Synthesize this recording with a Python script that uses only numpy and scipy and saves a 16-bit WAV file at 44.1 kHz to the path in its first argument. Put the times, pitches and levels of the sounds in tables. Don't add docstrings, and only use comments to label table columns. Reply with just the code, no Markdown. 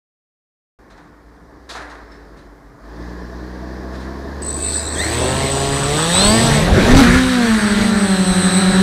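import sys
import numpy as np
from scipy import signal
from scipy.fft import rfft, irfft, next_fast_len
from scipy.io import wavfile
from scipy.ndimage import uniform_filter1d, map_coordinates

SR = 44100
rng = np.random.default_rng(int(sys.argv[2]) if len(sys.argv) > 2 else 0)


def wav_record(signal):
    frames = np.transpose(np.atleast_2d(signal))
    bounded = np.clip(frames, -1, 1)
    quanta = np.round(bounded * 32767).astype(np.int16)
    wavfile.write(sys.argv[1], SR, quanta)


N = 388962
t = np.arange(N) / SR


def amp(db):
    return 10 ** (np.asarray(db) / 20)


def unit(x):
    return x / np.sqrt(np.mean(x ** 2) + 1e-20)


def curves(rows):
    times, *columns = np.transpose(rows)
    return [np.interp(t, times, column) for column in columns]


def gate(start, end, fade):
    return np.interp(t, [start - fade, start, end, end + fade], [0, 1, 1, 0])


def during(rows, fade):
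    return gate(rows[0][0], rows[-1][0], fade)


def wobble(rate):
    coarse = t[::64]
    knots = rng.standard_normal(int(N * rate / SR) + 4)
    return np.interp(t, coarse, map_coordinates(knots, [coarse * rate]))


def filtered(x, response):
    size = next_fast_len(N + 8192)
    return irfft(rfft(x, size) * response(np.fft.rfftfreq(size, 1 / SR)), size)[..., :N]


def eq(x, curve, outside_db=None):
    f, db = np.transpose(curve)
    return filtered(x, lambda hz: amp(np.interp(np.log(hz + 1), np.log(f), db, outside_db, outside_db)))


def noise(spectrum, patchy_db):
    bins = signal.stft(rng.standard_normal(N), nperseg=512)[2]
    patches = uniform_filter1d(uniform_filter1d(rng.standard_normal(bins.shape), 6, 0), 12, 1)
    patchy = signal.istft(bins * amp(patchy_db * unit(patches)), nperseg=512)[1][:N]
    return unit(eq(patchy, spectrum, outside_db=-120))


def angle(hz):
    return 2 * np.pi * (np.cumsum(hz) / SR + rng.random())


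def stack(phase, partials, flutter_db, drift, spread=1):
    phase = phase + drift * wobble(30)
    return np.sqrt(2) * sum(
        amp(db + flutter_db * wobble(13)) * np.cos(k * phase + spread * 2 * np.pi * rng.random())
        for k, db in partials)


# (f/Hz, gain/dB)
CASE_EQ = [(40, 0), (600, -3), (1000, -4), (1700, -6.5), (2200, -7), (2800, -25), (20000, -10)]
ARM_EQ = [(1800, -35), (2100, -42), (3000, -43), (3600, -32), (4150, -21), (4600, -31), (4900, -33),
          (5500, -50)]


def rotor(moves, overtones, whines, tone_db, whine_db, drift, shake):
    hz, db = curves(moves)
    phase = angle(hz)
    swell_db = 5.5 * np.log2(hz / 201)
    tone = amp(db + tone_db + swell_db) * np.sqrt(2) * np.sin(phase)
    buzz = eq(amp(db) * stack(phase, overtones, flutter_db=2.5, drift=drift), CASE_EQ)
    octaves_per_s = uniform_filter1d(np.gradient(np.log2(hz)) * SR, int(.08 * SR))
    coasting_db = 15 * np.minimum(octaves_per_s, 0)
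    current_db = .6 * (curves(WHISTLE_FADER)[0] + 28)
    arm_db = np.interp(whines[0][0] * hz, *np.transpose(ARM_EQ))
    whine = stack(phase, whines, flutter_db=1.5, drift=shake)
    whine *= amp(whine_db + coasting_db + current_db + arm_db)
    return during(moves, .026) * (tone + buzz + whine)


# (t/s, blade rate f/Hz, level/dB)
FIRST_ROTOR = [(4.95, 83.6, -39), (5.1, 112.1, -30.5), (5.21, 124.5, -26), (5.41, 135.3, -26.5),
               (5.86, 139.8, -27), (5.94, 148.3, -26), (6.14, 176.5, -24), (6.35, 224.7, -19),
               (6.46, 231.1, -24.5), (6.6, 215, -24), (6.68, 201, -35)]
SECOND_ROTOR = [(6.3, 96, -28.5), (6.48, 138.1, -27), (6.6, 152, -26.5), (6.75, 212.5, -32.5),
                (6.86, 223.7, -30), (6.94, 260.6, -23.5), (7, 274.6, -20), (7.06, 265.9, -34)]
# (multiple of blade rate, level/dB)
RISING_BLADES = [(.5, -10), (1.5, -15), (2, -4), (2.5, -20), (3, 0.5), (4, -4), (5, -4.5), (6, -7), (7, -7),
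                 (8, -5.5), (9, -14), (10, -8), (11, -34), (12, -40)]
# (multiple of blade rate, level/dB)
RISING_WHINE = [(21.27, 1.5), (21, -16), (21, -13), (18.7, -8)]


def rising_rotors():
    return sum(rotor(moves, RISING_BLADES, RISING_WHINE, tone_db, whine_db, drift=.035, shake=.02)
               for moves, tone_db, whine_db in [(FIRST_ROTOR, 4, 0), (SECOND_ROTOR, 11, -15)])


# (t/s, blade rate f/Hz, level/dB)
LEFT_ROTOR = [(7.02, 238.1, -18), (7.1, 238.3, -24.5), (7.17, 257.4, -23.5), (7.3, 256.7, -28),
              (7.4, 241.5, -24.5), (7.6, 209.5, -27.5), (7.7, 202.9, -26), (7.9, 195.7, -27),
              (8, 197.1, -26), (8.2, 183.8, -25), (8.4, 178.2, -26), (8.82, 184.7, -25)]
RIGHT_ROTOR = [(7.08, 180.8, -21), (7.2, 183.7, -35), (7.4, 192.2, -32.5), (7.47, 217.3, -32),
               (7.55, 222, -29.5), (7.65, 216.7, -31.5), (7.9, 225.8, -27.5), (8.1, 200.3, -29),
               (8.3, 191.8, -28), (8.55, 190.3, -27.5), (8.82, 192.3, -24)]
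REAR_ROTOR = [(8.42, 196.8, -41), (8.55, 198.3, -30), (8.82, 202, -35)]
# (multiple of blade rate, level/dB)
HOVER_BLADES = [(.5, -11), (1.5, -11), (2, -1), (2.5, -24), (3, -5), (4, -6), (5, -10), (6, -11), (7, -6),
                (8, -8), (9, -6), (10, -9)]
HOVER_MAGNETS = [(20.76, -10), (19.9, -13), (21.47, -4.5), (20.54, -2), (21.42, -20.5)]


def hovering_rotors():
    voices = [(LEFT_ROTOR, 9, -11), (RIGHT_ROTOR, 10, -6), (REAR_ROTOR, 9, -16)]
    return sum(rotor(moves, HOVER_BLADES, HOVER_MAGNETS, tone_db, whine_db, drift=.025, shake=.05)
               for moves, tone_db, whine_db in voices)


# (t/s, level/dB)
WHISTLE_FADER = [(4.42, -34), (4.5, -22), (4.54, -30), (4.66, -20.5), (4.69, -24.5), (4.79, -21),
                 (4.81, -31), (5.26, -28), (5.35, -36), (5.39, -25), (5.42, -29), (6.0, -29.5), (6.02, -25),
                 (6.1, -28.5), (6.17, -19), (6.59, -34), (6.63, -55), (7.19, -37), (8.54, -26),
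                 (8.82, -29.5)]
# (f/Hz, level/dB)
SWITCH_TONES = [(8046, -2), (8063, -9.5), (8100, -8)]
# (t/s, coil rate f/Hz)
START_RAMP = [(4.48, 59.8), (4.6, 336), (4.8, 1050)]
# (from t/s, to t/s)
DROPOUTS = [(4.436, 4.36), (4.461, 4.46), (4.52, 4.527)]
# (offset in shaft rates, level/dB)
SHAFT_SIDEBANDS = [(-6, -9), (-4, -13), (-3, -8), (-2, 2), (-1, -1), (0, 4), (1, -3), (2, -2), (3, -11),
                   (4, -10), (5, -16), (6, -7), (7, -7), (8, -11), (10, -12)]


def controllers():
    whistle = unit(sum(amp(db + 1.5 * wobble(27)) * np.sin(angle(hz + 2.01 * wobble(7.4)))
                       for hz, db in SWITCH_TONES))
    coil = angle(curves(START_RAMP)[0])
    tremolo = 1 + during(START_RAMP, .01) * (.22 * np.cos(coil) + .16 * np.cos(coil / 2))
    stutter = 1 - 1.1 * sum(gate(start, end, .001) for start, end in DROPOUTS)
    thin_tone = amp(-22 + 2.5 * wobble(25.28)) * np.sin(angle(2630 + 15 * wobble(3.1)))
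    starting = (tremolo * whistle + gate(4.55, 5.9, .05) * thin_tone) * stutter
    shaft = angle(curves(RIGHT_ROTOR)[0]) / 2
    carrier = angle(8200 + 9 * wobble(25))
    comb = unit(sum(amp(db + 2.6 * wobble(20)) * np.sin(carrier + k * shaft + 2 * np.pi * rng.random())
                    for k, db in SHAFT_SIDEBANDS))
    flying = during(RIGHT_ROTOR, .42)
    level = amp(curves(WHISTLE_FADER)[0] + 1.5 * wobble(18)) * during(WHISTLE_FADER, .002)
    return level * ((1 - flying) * starting + flying * comb)


# (offset in blade rates, level/dB)
COIL_SIDEBANDS = [(-14, -44), (-7, -40), (7, -39)]
# (t/s, f/Hz, level/dB)
REV_CHIRP = [(4.96, 3220, -32), (4.972, 3140, -38), (5.002, 3713, -24.5), (5.074, 4390, -36),
             (5.116, 4840, -30), (5.15, 4710, -53)]
# (t/s, level/dB)
COIL_TICKS = [(4.4201, -47), (4.4504, -50), (4.4672, -44), (4.4824, -49), (4.5264, -47)]


def motor_start():
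    blade = angle(curves([(4.6, 10, 0)] + list(FIRST_ROTOR))[0])
    carrier = angle(np.full(N, SWITCH_TONES[0][0]))
    coils = sum(amp(db + 3 * wobble(20)) * np.sin(carrier + k * blade) for k, db in COIL_SIDEBANDS)
    slots = amp(-41 + 4 * wobble(8)) * np.sin(35 * blade)
    rev_hz, rev_db = curves(REV_CHIRP)
    chirp = stack(angle(rev_hz + 60 * wobble(120)), [(.5, -3), (1, 0)], flutter_db=4, drift=.4)
    chirp *= amp(rev_db - 2) * during(REV_CHIRP, .0089)
    ticks = sum(amp(db - 60 * np.abs(t - at) / .012) * (t >= at) for at, db in COIL_TICKS)
    ticks *= unit(np.diff(rng.standard_normal(N + 1)))
    return gate(4.95, 6.15, .15) * coils + gate(5.2, 5.86, .08) * slots + chirp + ticks


# (t/s, downwash level/dB, rush level/dB, treble level/dB)
AIR_FADERS = [(4.42, -49, -55, -42.5), (4.73, -56, -36, -30), (4.91, -45, -35.5, -37),
              (5.04, -47, -31.5, -27), (5.28, -34.5, -28.5, -29), (5.82, -36, -28, -28.5),
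              (5.94, -31.5, -27, -25.5), (6.09, -37, -24.5, -24), (6.21, -27, -21.5, -20.5),
              (6.37, -28.5, -24.5, -21), (6.49, -22, -25, -22), (6.53, -29, -24, -22),
              (6.7, -15.5, -24.5, -28.5), (6.91, -9.5, -16.5, -23), (6.99, -5.5, -14, -17),
              (7.07, -14, -17, -24.5), (7.16, -13, -17, -23.5), (7.23, -29.5, -24.5, -27),
              (7.67, -28.5, -23, -29), (7.83, -23, -24.5, -28), (7.9, -38, -27.5, -30),
              (7.94, -34, -26.5, -31.5), (8.27, -31, -28.5, -29.5), (8.57, -35, -25.5, -28.5),
              (8.71, -23, -25.5, -29.5), (8.82, -25, -24.5, -28)]
# (t/s, boost/dB)
GROUND_GUSTS = [(5.23, 8.5), (5.87, 2), (6.27, 3.5), (6.39, 4), (6.55, 5.5), (6.77, 2.5), (6.939, 6.5),
                (7.83, 4), (7.92, 10)]
# (f/Hz, level/dB)
BUFFET_EQ = [(12, -28), (25, -2), (50, -2), (90, -5.5), (150, -8.5), (300, -41)]
FLAP_EQ = [(50, -57), (100, 3), (200, 3), (400, 0), (700, -5), (1100, -14), (1500, -37)]


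def downwash():
    wash_db = curves(AIR_FADERS)[0]
    gust_db = sum(db * np.exp(-((t - at) / .038) ** 2) for at, db in GROUND_GUSTS)
    flying = during(RIGHT_ROTOR, .3)
    lumps = amp(.3 * wobble(9))
    flap = amp(-7.5 + .57 * wash_db - 8 * flying) * unit(lumps * noise(FLAP_EQ, patchy_db=2))
    buffet = amp(wash_db) * unit(lumps * noise(BUFFET_EQ, patchy_db=3.5))
    return gate(4.58, AIR_FADERS[-1][0], .61) * amp(gust_db) * (buffet + flap)


# (f/Hz, level/dB)
GROUND_RUSH_EQ = [(500, 8), (800, 8), (1050, 6), (1500, 3.5), (1800, 8), (2500, 0.5), (3200, -32),
                  (4200, -42)]
FLIGHT_RUSH_EQ = [(600, -17), (900, -4), (1300, 4), (1800, 5), (2500, -5.5), (3200, -30), (4200, -42)]
# (f/Hz, level/dB)
RASP_EQ = [(1590, -47), (2700, -9.5), (2860, -20), (3350, -10.5), (4100, 0.5), (5440, -12.5), (5840, -6),
           (6720, -13), (7400, -7), (9620, -23), (16300, -120)]
HISS_EQ = [(1530, -25), (2600, -0.5), (3430, 1.5), (3990, 3), (5240, -6.5), (5820, -4), (6660, -8.5),
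           (7400, -8), (9620, -78), (16300, -120)]
FIZZ_EQ = [(6600, -60), (7200, -14.5), (7700, 2), (8400, -4), (9500, -2.5), (11000, -11.5), (12200, -12),
           (13300, -17), (15700, -26)]
JITTER_EQ = [(7500, -46), (7900, 1), (8080, 1), (8300, 1), (8800, -38)]


def turbulence():
    _, rush_db, treble_db = curves(AIR_FADERS)
    blade_hz = np.where(t < FIRST_ROTOR[-1][0], curves(FIRST_ROTOR)[0], curves(LEFT_ROTOR)[0])
    chop = 1 + .33 * np.cos(angle(blade_hz))
    early, flying = gate(4.42, 4.95, .25), during(RIGHT_ROTOR, .3)
    hiss = early * noise(RASP_EQ, patchy_db=3.5) + (1 - early) * noise(HISS_EQ, patchy_db=1.1)
    jitter = amp(5.5) * gate(4.42, 6.6, .094) * noise(JITTER_EQ, patchy_db=3)
    fizz = amp(treble_db - 9.5 + .5 * flying) * (noise(FIZZ_EQ, patchy_db=2) + jitter)
    rush = (1 - flying) * noise(GROUND_RUSH_EQ, patchy_db=3.5)
    rush += flying * noise(FLIGHT_RUSH_EQ, patchy_db=2)
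    return during(AIR_FADERS, .0064) * (chop * (amp(rush_db) * rush + amp(treble_db) * hiss) + fizz)


# (t/s, firing rate f/Hz, level/dB)
THROTTLE = [(.79, 47.8, -51), (1.05, 52.3, -53), (1.6, 63.5, -47), (1.85, 57, -43), (2.27, 51.7, -44),
            (2.76, 50.4, -52), (2.86, 51.9, -40.5), (3.02, 59.1, -33), (3.31, 60.8, -34),
            (4.05, 64.7, -31.5), (4.38, 70.54, -30.5), (5.3, 79.9, -26), (5.8, 77.3, -33.5),
            (6.05, 81.1, -35), (6.3, 76.24, -32)]
# (multiple of firing rate, level/dB)
FIRING_OVERTONES = [(2, -11), (3, -5), (4, -10.5), (5, -9), (6, -20.5), (7, -39)]
# (t/s, gain/dB)
LOAD_FADER = [(2.8, -19), (3, -1), (4.05, 0), (5, -12.5)]
# (f/Hz, level/dB)
ROAR_EQ = [(60, -38), (90, -15), (190, -14.5), (290, -5), (400, -6), (770, -17), (1100, -13.5), (1300, -23),
           (1740, -14.5), (2200, -30.5), (2820, -38.5), (4000, -31), (5080, -30.5), (7890, -46.5),
           (15600, -53.5)]
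# (f/Hz, width/Hz, level/dB)
EXHAUST_PEAKS = [(669.5, 39, -11), (1077, 47, -17)]


def boat_engine():
    hz, db = curves(THROTTLE)
    phase = angle(hz)
    hum = amp(.6 * wobble(14)) * np.sqrt(2) * np.cos(phase)
    load = amp(curves(LOAD_FADER)[0])
    pulses = load * stack(phase, FIRING_OVERTONES, flutter_db=-.5, drift=.037, spread=0)
    pipes = sum(amp(level) * noise([(f - 3 * width, -40), (f, 0), (f + 3 * width, -40)], patchy_db=5)
                for f, width, level in EXHAUST_PEAKS)
    roar = amp(-2) * (noise(ROAR_EQ, patchy_db=.9) + pipes)
    return amp(db) * during(THROTTLE, .2) * (hum + pulses + roar)


# (t/s, slosh level/dB, spray level/dB)
SPLASH_CUES = [(.9, -47.5, -53.5), (.974, -47.5, -57.5), (1.69, -35, -32.5), (1.748, -29.5, -40.5),
               (1.896, -40, -46.5), (2.11, -45, -54), (2.366, -49, -54.5), (3.93, -42, -47),
               (4, -42, -45.5)]
# (f/Hz, level/dB)
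SLOSH_EQ = [(180, -49), (300, 9.5), (324, -17), (382, -3), (694, 3.5), (771, 2.5), (1780, 3.5), (3000, -23),
            (3900, -51), (6600, -120)]
SPRAY_EQ = [(1410, -24), (2400, -6), (2840, -10), (4040, -1), (4300, -5), (9910, -20.5), (12500, -33),
            (13100, -38), (15000, -35)]


def splashes():
    onsets, slosh_db, spray_db = np.transpose(SPLASH_CUES)[:, :, None]
    age = np.maximum(t - onsets, 0)
    attack = 1 - np.exp(-age / .0028)

    def envelope(db, t60_s):
        return np.sqrt(np.sum((amp(db - 60 * age / t60_s) * attack) ** 2, axis=0))

    slosh = envelope(slosh_db, t60_s=.91) * noise(SLOSH_EQ, patchy_db=.8)
    spray = envelope(spray_db, t60_s=.48) * noise(SPRAY_EQ, patchy_db=.8) * amp(1.2 * wobble(90))
    squeak = noise([(5000, -30), (5300, 0), (5600, -30)], patchy_db=0)
    squeak *= amp(-57) * np.exp(-((t - 2.13) / .04) ** 2)
    return slosh + spray + squeak


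BAY_FADER = [(.79, -47.5), (1.5, -47.5), (2.8, -44.5), (4.4, -41)]
BAY_EQ = [(12, -55), (20, -33), (49, 3), (70, -4.5), (88, -11), (153, -5.5), (239, -9), (290, -13),
          (453, -10.5), (492, -14), (1140, -16), (1880, -21.5), (2690, -39), (4970, -37.5), (15600, -49.5)]


def bay():
    drone = amp(-53 + 2 * wobble(7.3)) * np.sqrt(2) * np.sin(angle(291 + 3.4 * wobble(7.2)))
    return drone + amp(curves(BAY_FADER)[0]) * noise(BAY_EQ, patchy_db=1.6)


def scene():
    shore = boat_engine() + bay() + splashes()
    craft = rising_rotors() + hovering_rotors() + controllers() + motor_start()
    air = turbulence() + downwash()
    cut_in = np.clip((t - .788) / .001, 0, 1)
    return ((shore + craft + air) * cut_in)[None]


def record(dry):
    ceiling, top_hz = .79, 15735
    flattened = dry / (1 + np.abs(dry / ceiling) ** 8) ** (1 / 8)
    return filtered(flattened, lambda hz: hz < top_hz)


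dry = scene()
out = record(dry)
wav_record(out)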